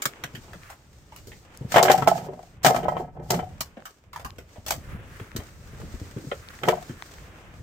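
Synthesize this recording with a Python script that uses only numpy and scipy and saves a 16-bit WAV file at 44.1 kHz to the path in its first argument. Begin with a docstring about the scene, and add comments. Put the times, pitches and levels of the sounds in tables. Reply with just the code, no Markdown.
"""Blows ring the steel tray of a field gun outdoors and echo along its open barrel as a heavy shell and gun
parts are handled; parts scrape between blows. The steel is a sum of decaying modes driven by noisy pushes.
Boots crunch on frozen litter (resonant bursts of noise), twigs and a hard tick click dryly (filtered pulses),
dull thumps reach the hand-held phone, a metre or two away, through the hand (sagging sines), and a sleeve
rubs on canvas. Light wind and rustle lie underneath as coloured noise of wavering level."""
import sys
import numpy as np
from scipy import signal
from scipy.fft import rfft, irfft, next_fast_len
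from scipy.io import wavfile
from scipy.ndimage import uniform_filter1d

SR = 44100
rng = np.random.default_rng(int(sys.argv[2]) if len(sys.argv) > 2 else 0)


def ratio(d):
    """dB to gain"""
    e = np.asarray(d, float) / 20
    return 10 ** e


def unload_audio(sound):
    """Save the sound as a 16-bit wav file, at the path given as the first command line argument."""
    columns = np.transpose(np.atleast_2d(sound))
    # keep every value between -1 and 1, then stretch to whole-number steps
    steps = np.round(np.clip(columns, -1, 1) * 32767)
    wavfile.write(sys.argv[1], SR, steps.astype(np.int16))


N = 336114

# Modes of tray and shell. Each row: nominal frequency in Hz, relative level in dB, t60 in seconds.
STEEL_MODES = [(373.5, -2.5, 0.16), (455.3, -3.5, 0.12), (505, 2.5, 0.029), (613, 0, 0.07),
               (690, 0.5, 0.06), (739.4, 6, 0.055), (834, 2, 0.055), (936, 10.5, 0.014),
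               (1086, -2.5, 0.043), (1298, 0, 0.083), (1525, -5, .07), (1660, -4.5, 0.059),
               (1885, -4.5, 0.072), (2076, -6, 0.14), (2354, -4, .07), (2805, -8, 0.045), (3090, -6, 0.14),
               (3360, -12, 0.088)]
# Modes of the heavy carriage. Each row: nominal frequency in Hz, relative level in dB, t60 in seconds.
CARRIAGE_MODES = [(139, -0.5, 0.15), (182, -3, 0.16), (249.7, -3, 0.084)]
# Spectrum of a crack, the middle band of a burst. Each row: frequency in Hz, relative level in dB per Hz.
CRACK_COLOUR = [(800, -10), (1300, 4.5), (1900, 3.5), (2600, -2), (3100, 1), (4000, -9.5), (5500, -56.5)]
# Spectrum of a sizzle, the treble band of a burst. Each row: frequency in Hz, relative level in dB per Hz.
SIZZLE_COLOUR = [(3000, -14), (4500, -7), (6900, -6), (7600, -6.5), (8600, -9.5), (9900, -17.5),
                 (11500, -12), (15200, -8.5), (16500, -33.5)]


def colour(x, points):
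    """Linear filtering: each frequency is scaled by a gain drawn through (Hz, dB) points."""
    size = next_fast_len(x.shape[-1])
    hz, db = np.transpose(points)
    bin_hz = np.arange(size // 2 + 1) * SR / size
    gain = ratio(np.interp(np.log(bin_hz + 1), np.log(hz), db))
    return irfft(rfft(x, size) * gain, size)[..., :x.shape[-1]]


def noise(points):
    """Coloured noise: two uncorrelated signals, mid and side, of joint rms 1."""
    x = colour(rng.standard_normal((2, N)), points)
    return x / x.std()


def walk(rate):
    """Slow random modulation: levels held for 1 / rate seconds and slewed twice, with a spread of 1."""
    hold = int(SR / rate)
    steps = np.repeat(rng.standard_normal(N // hold + 1), hold)
    x = uniform_filter1d(uniform_filter1d(steps, hold), hold)[:N]
    return x / x.std()


def grit(scatter_db, rate):
    """Uneven contact: many small slips make the level jump."""
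    return ratio(scatter_db * walk(rate))


def curve(rows):
    """Linear interpolation in time: the columns of a table, one value per sample."""
    s, *columns = np.transpose(rows)
    return [np.interp(np.arange(N) / SR, s, column) for column in columns]


def during(rows):
    """Time gating: 1 while a table lasts, with soft ends."""
    gate = np.interp(np.arange(N) / SR, [rows[0][0], rows[-1][0]], [1, 1], 0, 0)
    return uniform_filter1d(gate, SR // 50)


def fade(t60, rise_s=0.00024):
    """Exponential decay after a quick rise, a third of a second long."""
    t = np.arange(SR // 3) / SR
    return (1 - np.exp(-t / rise_s)) * np.exp(-np.log(1000) * t / max(t60, 1e-3))


def add(out, s, x):
    """Superposition: x is mixed into out from time s."""
    i = int(s * SR)
    n = min(x.shape[-1], N - i)
    out[..., i:i + n] += x[..., :n]


def ring(modes, push, spot_hz=650.0, spot_db=0., detune=0.):
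    """Modal response to a push; modes away from the struck spot's pitch lose spot_db per octave."""
    t = np.arange(SR // 6) / SR
    hz, db, t60 = np.transpose(modes)[:, :, None]
    chance = rng.standard_normal((3, len(modes), 1))
    db = db - spot_db * np.abs(np.log2(hz / spot_hz)) + 100 * detune * chance[0]
    hz = hz * (1 + detune * chance[1])  # loose parts load the steel differently every time
    decay = np.exp(-np.log(1000) * t / t60)
    polarity = np.sign(chance[2])
    response = np.sum(polarity * ratio(db) * np.sin(2 * np.pi * hz * t) * decay, axis=0)
    return signal.fftconvolve(push, response[None] / np.abs(response).max(), axes=1)[:, :N]


def air():
    """Turbulence buffets the phone in lumps; cloth friction swishes mid-range and litter rustles above it."""
    # Each row: time in seconds, levels in dB of wind on the phone, cloth swish and fine rustle.
    air_levels = [(0.0, -60, -49, -55.5), (0.53, -46, -57.5, -58), (0.8, -54.5, -62, -63),
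                  (1.59, -52.5, -60, -59), (2.0, -41.5, -44, -62.5), (2.45, -53.5, -65.5, -63.5),
                  (2.85, -49, -51, -64), (3.2, -49, -75, -78.5), (3.5, -44, -57.5, -60.5),
                  (3.95, -65.5, -65, -69), (4.33, -43.5, -62, -67.5), (4.6, -56.5, -59.5, -61),
                  (4.8, -41.5, -56.5, -58.5), (5.2, -49.5, -54.5, -58), (5.58, -50.5, -59, -59.5),
                  (5.8, -44.5, -54, -55.5), (6.7, -48, -54.5, -54), (7.15, -50.5, -53.5, -55),
                  (7.62, -45, -58, -59.5)]
    # Spectrum of the wind. Each row: frequency in Hz, relative level in dB per Hz.
    wind_colour = [(18, -25), (30, -1), (80, 4), (150, -1.5), (300, -16.5), (600, -19), (1200, -62.5)]
    # Spectrum of cloth and litter before it is split. Each row: frequency in Hz, relative level in dB per Hz.
    rustle_colour = [(150, -4), (300, 3), (900, -4.5), (1500, -7), (2500, -10), (4000, -16.5), (6500, -15),
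                     (8500, -17.5), (10500, -34), (11700, -25.5), (15200, -24), (16500, -37.5)]
    wind_db, swish_db, rustle_db = curve(air_levels)

    # single twigs and folds stand out of the hiss, about 20 a second
    ticks = (rng.random(N) < 20 / SR) * rng.exponential(0.7, N)
    prickle = 1 + signal.fftconvolve(ticks, fade(0.03)[:SR // 10])[:N]
    hiss = noise(rustle_colour) * prickle * ratio(1.0 * walk(31))

    low = colour(hiss, [(500, -7.0), (1200, -32.0)])
    high = colour(hiss, [(2500, -17), (4000, 5.0)])
    middle = hiss - low - high
    swish = low * ratio(1.6 * walk(16)) + middle * ratio(2.2 * walk(9))
    swish = swish / swish.std() * ratio(swish_db)
    wind = noise(wind_colour) * ratio(wind_db + 3.1 * walk(9))
    rustle = high / high.std() * ratio(rustle_db + 1.0 * walk(14))
    return wind + swish + rustle


def crunches():
    """Brittle fracture: grains break in a short dense burst; each heap or kit part has chance resonances."""
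    # Boots and kit on frozen litter. Each row: start in seconds, burst level in dB, body level in dB against
    # the burst, body pitch in Hz, sizzle level in dB against the burst.
    footfalls = [(0.02, -24.5, -12, 960, 3), (0.0543, -18, -6, 530, 1.5), (0.2374, -25, -5.5, 570, -7),
                 (0.35, -34, -16, 1300, -6), (0.4808, -53.5, 16, 485, -13), (0.5318, -43, 8.5, 650, -4.5),
                 (0.7, -44.5, 7, 680, 1.5), (1.1208, -47, 4.5, 806, -11), (1.162, -46, -23, 720, 2),
                 (1.271, -53, 13.5, 394, 10), (1.318, -41, -7, 850, -30), (1.455, -91, 33.5, 590, -58),
                 (1.612, -58.5, 22, 395, -24.5), (3.6064, -25, -0.5, 920, 5), (3.7688, -48, 19.5, 386, -33),
                 (3.854, -40, 7, 930, 2), (4.1306, -40, 3, 1080, -4), (4.16, -42.5, 12.5, 930, 0),
                 (4.196, -46.5, 11, 750, -1), (4.2469, -39.5, 11.5, 970, 2), (4.3833, -40.5, 7.5, 477, -5),
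                 (4.5592, -53.5, 15, 624, -14), (4.6633, -33.5, 4, 720, 7), (4.682, -35, 4, 600, 7.5),
                 (4.7061, -23, 1.5, 650, 3.5), (4.718, -34.5, 11.5, 710, 6), (5.198, -43, 9, 453, -14),
                 (5.3621, -33.5, 10, 247, 5.5), (5.397, -42.5, 6.5, 544, -31), (5.7995, -53.5, 18, 420, 3),
                 (6.169, -50, 21, 322, -14), (6.315, -27.5, 7.5, 460, -34), (6.8943, -45, 13, 242, -34)]
    soft_t60_s, soft_db, shortening = 0.12, -43.5, 0.2747  # t60 at the soft level; dB of t60 lost per dB above
    out, uneven = np.zeros((2, N)), grit(1.4, 400)
    crack, sizzle = noise(CRACK_COLOUR), noise(SIZZLE_COLOUR)
    for s, db, body_db, body_hz, sizzle_db in footfalls:
        i = int(s * SR)
        span = slice(i, min(i + SR // 4, N))
        t60 = soft_t60_s * ratio(shortening * (soft_db - db))  # a harder crunch is shorter
        envelope = fade(t60) + ratio(-13) * fade(2.8 * t60) + 0.7 * fade(0.015, rise_s=0.001)
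        burst = ratio(db - 8.0) * envelope[:span.stop - i] * uneven[span]

        white = rng.standard_normal((2, len(burst)))
        b, a = signal.iirpeak(body_hz, 1.5, fs=SR)
        body = signal.lfilter(b, a, signal.lfilter(b, a, white))
        body = ratio(body_db) * body / body.std()
        grains = burst * (body + crack[:, span] + ratio(sizzle_db) * sizzle[:, span])

        # a short random impulse response gives the chance resonances
        heap = 0.14 * rng.standard_normal(SR // 50) * fade(0.015)[:SR // 50]
        heap[0] = 1
        add(out, s, signal.fftconvolve(grains, heap[None] / np.linalg.norm(heap), axes=1))
    return out


def thumps():
    """Damped oscillation: a soft knock sags in pitch, a little to one side, with a dull scuff on top."""
    # Each row: start in seconds, level in dB, settled pitch in Hz.
    knocks = [(0.057, -23, 136), (0.246, -28, 135), (0.341, -25, 116), (0.376, -29.5, 120),
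              (0.552, -30.5, 183), (1.275, -32, 115), (1.61, -17, 130), (1.647, -18, 115.6),
              (3.303, -18.5, 140), (3.608, -29.5, 146), (3.771, -28.5, 225), (4.249, -24, 57),
              (4.383, -32.5, 72), (4.582, -27, 88), (4.779, -25.5, 78.1), (4.946, -21, 83),
              (5.211, -21.5, 105), (5.352, -20, 113), (5.385, -18.5, 83), (5.732, -31, 132),
              (5.833, -23, 142), (5.94, -19, 50.3), (6.015, -19, 91), (6.163, -18, 120), (6.24, -27.5, 281),
              (6.269, -20.5, 138), (6.896, -19, 130)]
    out, scuff, t = np.zeros((2, N)), np.zeros(N), np.arange(SR // 3) / SR
    for s, db, hz in knocks:
        phase = 2 * np.pi * hz * (t + 0.0025 * (1 - np.exp(-t / 0.0016)))
        add(out, s, ratio(db) * np.sin(phase) * fade(0.063, rise_s=0.0046))  # equal in mid and side
        add(scuff, s, ratio(db - 17.5) * fade(0.11, rise_s=0.00082))
    return out + scuff * noise([(90, -23.0), (200, 10.0), (450, -1.5), (900, -42)])


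def clicks():
    """Impulsive excitation of a broad resonance: one dry click with a few milliseconds of splinters."""
    # Single dry clicks: twigs and a hard tick among the blows.
    # Each row: start in seconds, peak level in dB, pitch in Hz.
    dry_clicks = [(0.1361, -34, 1900), (0.634, -34, 1960), (1.1625, -29, 11000), (1.272, -35, 11000),
                  (1.574, -30, 8600), (1.828, -8, 7500), (3.8038, -42.5, 1630), (3.823, -38.5, 990),
                  (4.3055, -33.5, 2680), (4.559, -42, 620), (5.317, -33.5, 1320), (5.8174, -35, 950),
                  (6.4874, -31, 2840), (6.59, -33.5, 1170), (7.0235, -24.5, 1470), (7.0988, -75, 1320),
                  (7.185, -34.5, 1400)]
    out = np.zeros((2, N))
    for s, db, hz in dry_clicks:
        push = 0.8 * rng.standard_normal((2, SR // 20)) * fade(0.0027)[:SR // 20]
        push[:, 0] += 1
        b, a = signal.iirpeak(hz, 0.91, fs=SR)
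        click = signal.lfilter(b, a, signal.lfilter(b, a, push))
        add(out, s, ratio(db) * click / np.abs(click[0]).max())
    return out


def sleeve():
    """Friction noise: a sleeve of rough cloth drags over canvas in uneven patches."""
    # One list per spell of rubbing. Each row: time in seconds, level in dB.
    spells = [
        [(0.56, -63.5), (0.72, -47), (0.78, -78)],
        [(4.8, -61), (4.92, -52), (5.06, -62.5), (5.17, -49), (5.27, -56), (5.44, -56.5), (5.6, -64.5),
         (5.72, -56), (6.1, -63), (6.5, -53.5), (6.95, -59), (7.62, -65.5)],
    ]
    # Spectrum of the rub. Each row: frequency in Hz, relative level in dB per Hz.
    cloth_colour = [(700, -13), (1200, 1), (1700, 1), (2300, -4), (4500, -20.5)]
    drag = noise(cloth_colour) * grit(1.3, 25) * grit(1.9, 120)
    level = sum(during(rows) * ratio(curve(rows)[0]) for rows in spells)
    return level * drag / drag.std()


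def scrape():
    """Stick-slip friction: chatter keeps tray and carriage singing while parts slide."""
    # One list per spell of sliding and rattling. Each row: time in seconds, ring level and hiss level in dB.
    slides = [
        [(1.68, -67.5, -58), (1.73, -45.5, -32.5), (1.81, -42, -41.5), (1.898, -37, -48), (1.978, -39, -50),
         (2.18, -41.5, -43.5), (2.4, -56.5, -78), (2.46, -62.5, -98)],
        [(2.64, -55.5, -19), (2.66, -28, -41), (2.79, -36, -46), (2.825, -45, -60), (3.0, -38, -55),
         (3.12, -56, -79), (3.19, -44.5, -79), (3.28, -55.5, -60.5), (3.33, -31, -45), (3.42, -43, -58),
         (3.56, -81, -88)],
        [(6.62, -47.5, -49), (6.68, -35.5, -50), (6.82, -51, -79)],
    ]
    slips = grit(4.0, 150)
    rub = ring(STEEL_MODES, rng.standard_normal((2, N)) * slips, spot_db=9.0)
    jolts = grit(3.5, 50)
    carriage = ring(CARRIAGE_MODES, rng.standard_normal((2, N)) * jolts)
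    hiss = (noise(SIZZLE_COLOUR) + 0.29 * noise(CRACK_COLOUR)) * grit(4.6, 32)
    out = 0
    for rows in slides:
        ring_db, hiss_db = curve(rows)
        singing = ratio(ring_db) * rub / rub.std()
        rumble = ratio(ring_db - 1.5) * carriage / carriage.std()
        out = out + during(rows) * (singing + rumble + ratio(hiss_db) * hiss)
    return out


def barrel(x, s):
    """Air-column echo: sound runs up the open tube and back, narrower and weaker on every round."""
    # The round trip grows longer later on. Each row: time in seconds, round trip in seconds.
    round_trips = [(2.0, 0.04), (3.4, 0.037), (6.7, .044)]
    tube_hz, width_hz, round_db = 740, 200, -9
    lag = int(np.interp(s, *np.transpose(round_trips)) * SR)
    x, out = np.pad(x, ((0, 0), (0, 3 * lag))), 0
    b, a = signal.iirpeak(tube_hz, tube_hz / width_hz, fs=SR)
    for turn in range(3):
        x = signal.lfilter(b, a, np.roll(x, lag, axis=1))
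        out = out + ratio(round_db * turn) * x
    return out


def blows():
    """Impact excitation: a sharp push plus chatter rings the steel; a crack on top rings the high modes."""
    # Steel on steel. Each row: start in seconds, ring level in dB, pitch of the struck spot in Hz,
    # crack level and sizzle level in dB against the ring.
    strikes = [(1.72, -24.5, 616, -0.5, -3), (1.742, -11.5, 771, -5.5, -18.5), (1.76, -1, 860, -13, -27.5),
               (1.769, -3, 700, -15, -27), (1.782, -4, 762, -10, -24), (1.788, -9, 880, -17, -30.5),
               (1.828, -8.5, 614, -16, -3.5), (1.852, -14, 638, -5, -20.5), (1.882, -12.5, 591, -1, -25.5),
               (1.899, -0.5, 690, -13, -22.5), (1.916, -15.5, 699, -8, -3.5), (1.977, -28, 424, -0.5, -2),
               (1.995, -26, 720, -26.5, -26), (2.023, -11.5, 793, -19, -28.5),
               (2.074, 0.5, 732, -17.5, -20), (2.177, -24.5, 725, -13, -20.5),
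               (2.245, -35, 670, -19, -33.5), (2.286, -25.5, 383, -31.5, -42),
               (2.334, -31, 610, -23.5, -28), (2.392, -34, 580, -21.5, -24.5), (2.647, -4.5, 802, -8, -8.5),
               (2.662, -5, 671, -8.5, -10.5), (2.746, -13.5, 756, -22.5, -32.5),
               (2.762, -16, 1070, -12.5, -20), (2.831, -25.5, 418, -7.5, -23), (2.853, -20, 595, -27, -43),
               (2.883, -10, 897, -31.5, -32.5), (2.968, -14.5, 730, -19, -40),
               (2.997, -26, 345, -34.5, -24), (3.171, -36, 716, -41, -43), (3.199, -32.5, 450, -30, -33.5),
               (3.304, -15, 667, -10.5, 0), (3.342, -21.5, 635, -10.5, -37.5),
               (3.391, -21, 665, -11.5, -32), (6.634, -24, 434, 2, -15), (6.677, -15, 555, -18.5, -33.5),
               (6.685, -3.5, 603, -14, -21.5)]
    # Resonances of small hard parts. Each row: frequency in Hz, width in Hz, level in dB against the bursts.
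    small_parts = [(5550, 60, -24), (7500, 45, -22), (13720, 22, -17)]
    into_barrel_db, into_carriage_db = -4, -25  # share of every blow that enters the tube, shakes the carriage
    steel, crack, sizzle = np.zeros((2, N)), np.zeros(N), np.zeros(N)
    for s, db, spot_hz, crack_db, sizzle_db in strikes:
        chatter = ratio(-22) * rng.standard_normal((2, SR // 14)) * fade(0.04, rise_s=0.001)[:SR // 14]
        chatter[:, 0] += 0.91 * np.array([1, rng.choice([-1, 1])])  # the push, on a random side

        body = ring(STEEL_MODES, chatter, spot_hz, spot_db=14.0, detune=0.012)
        body = ratio(db) * body / np.abs(body[0]).max()
        high_modes = ring(STEEL_MODES[-9:], chatter, detune=0.016)
        add(steel, s, body + ratio(db + crack_db) * high_modes)
        add(steel, s, ratio(into_barrel_db) * barrel(body, s))
        add(steel, s, ratio(db + into_carriage_db) * ring(CARRIAGE_MODES, chatter, detune=0.12))

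        # the litter and frame around scatter a short tail
        burst = 1.2 * fade(0.034) + fade(0.12) + ratio(-11.5) * fade(0.27)
        add(crack, s, ratio(db + crack_db - 13.5) * burst)
        add(sizzle, s, ratio(db + sizzle_db - 7.5) * burst)

    bright = grit(2.5, 200) * (crack * noise(CRACK_COLOUR) + sizzle * noise(SIZZLE_COLOUR))
    for hz, width_hz, part_db in small_parts:  # they sing on after the big blows
        b, a = signal.iirpeak(hz, hz / width_hz, fs=SR)
        part = signal.lfilter(b, a, bright + 1e-18)
        steel += ratio(part_db) * part * bright.std() / part.std()
    return steel + bright


def scene():
    """Superposition of all sources as mid and side, then sum and difference give left and right."""
    # The two microphones agree most from 110 to 400 Hz and differ most from 1.3 to 8 kHz.
    # Each row: frequency in Hz, gain of the side signal in dB.
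    side_share = [(60, -7.5), (110, -24), (200, -14), (380, -12.5), (700, -8), (1290, -0.5), (2380, -1),
                  (4400, 0), (8120, -1.5), (15000, -8.5)]
    # steel parts radiate no deep bass
    steel = colour(blows() + scrape(), [(40, -42.0), (110, 6.0), (16000, -8.0)])
    mid, side = steel + crunches() + clicks() + thumps() + sleeve() + air()
    side = colour(side, side_share)
    return np.array([mid + side, mid - side])


def band_limit(x):
    """A steep low-pass at the top of the band."""
    return signal.sosfilt(signal.butter(12, 16820, fs=SR, output="sos"), x)


def record(dry):
    """Saturation and low-pass filtering: a soft limit keeps the loudest peaks below full scale; the top is cut."""
    limited = 0.95 * np.tanh(dry / 0.95)
    mix = colour(limited, [(15900, 0.0), (16600, -43.0)])
    return band_limit(mix)


dry = scene()
out = record(dry)
unload_audio(out)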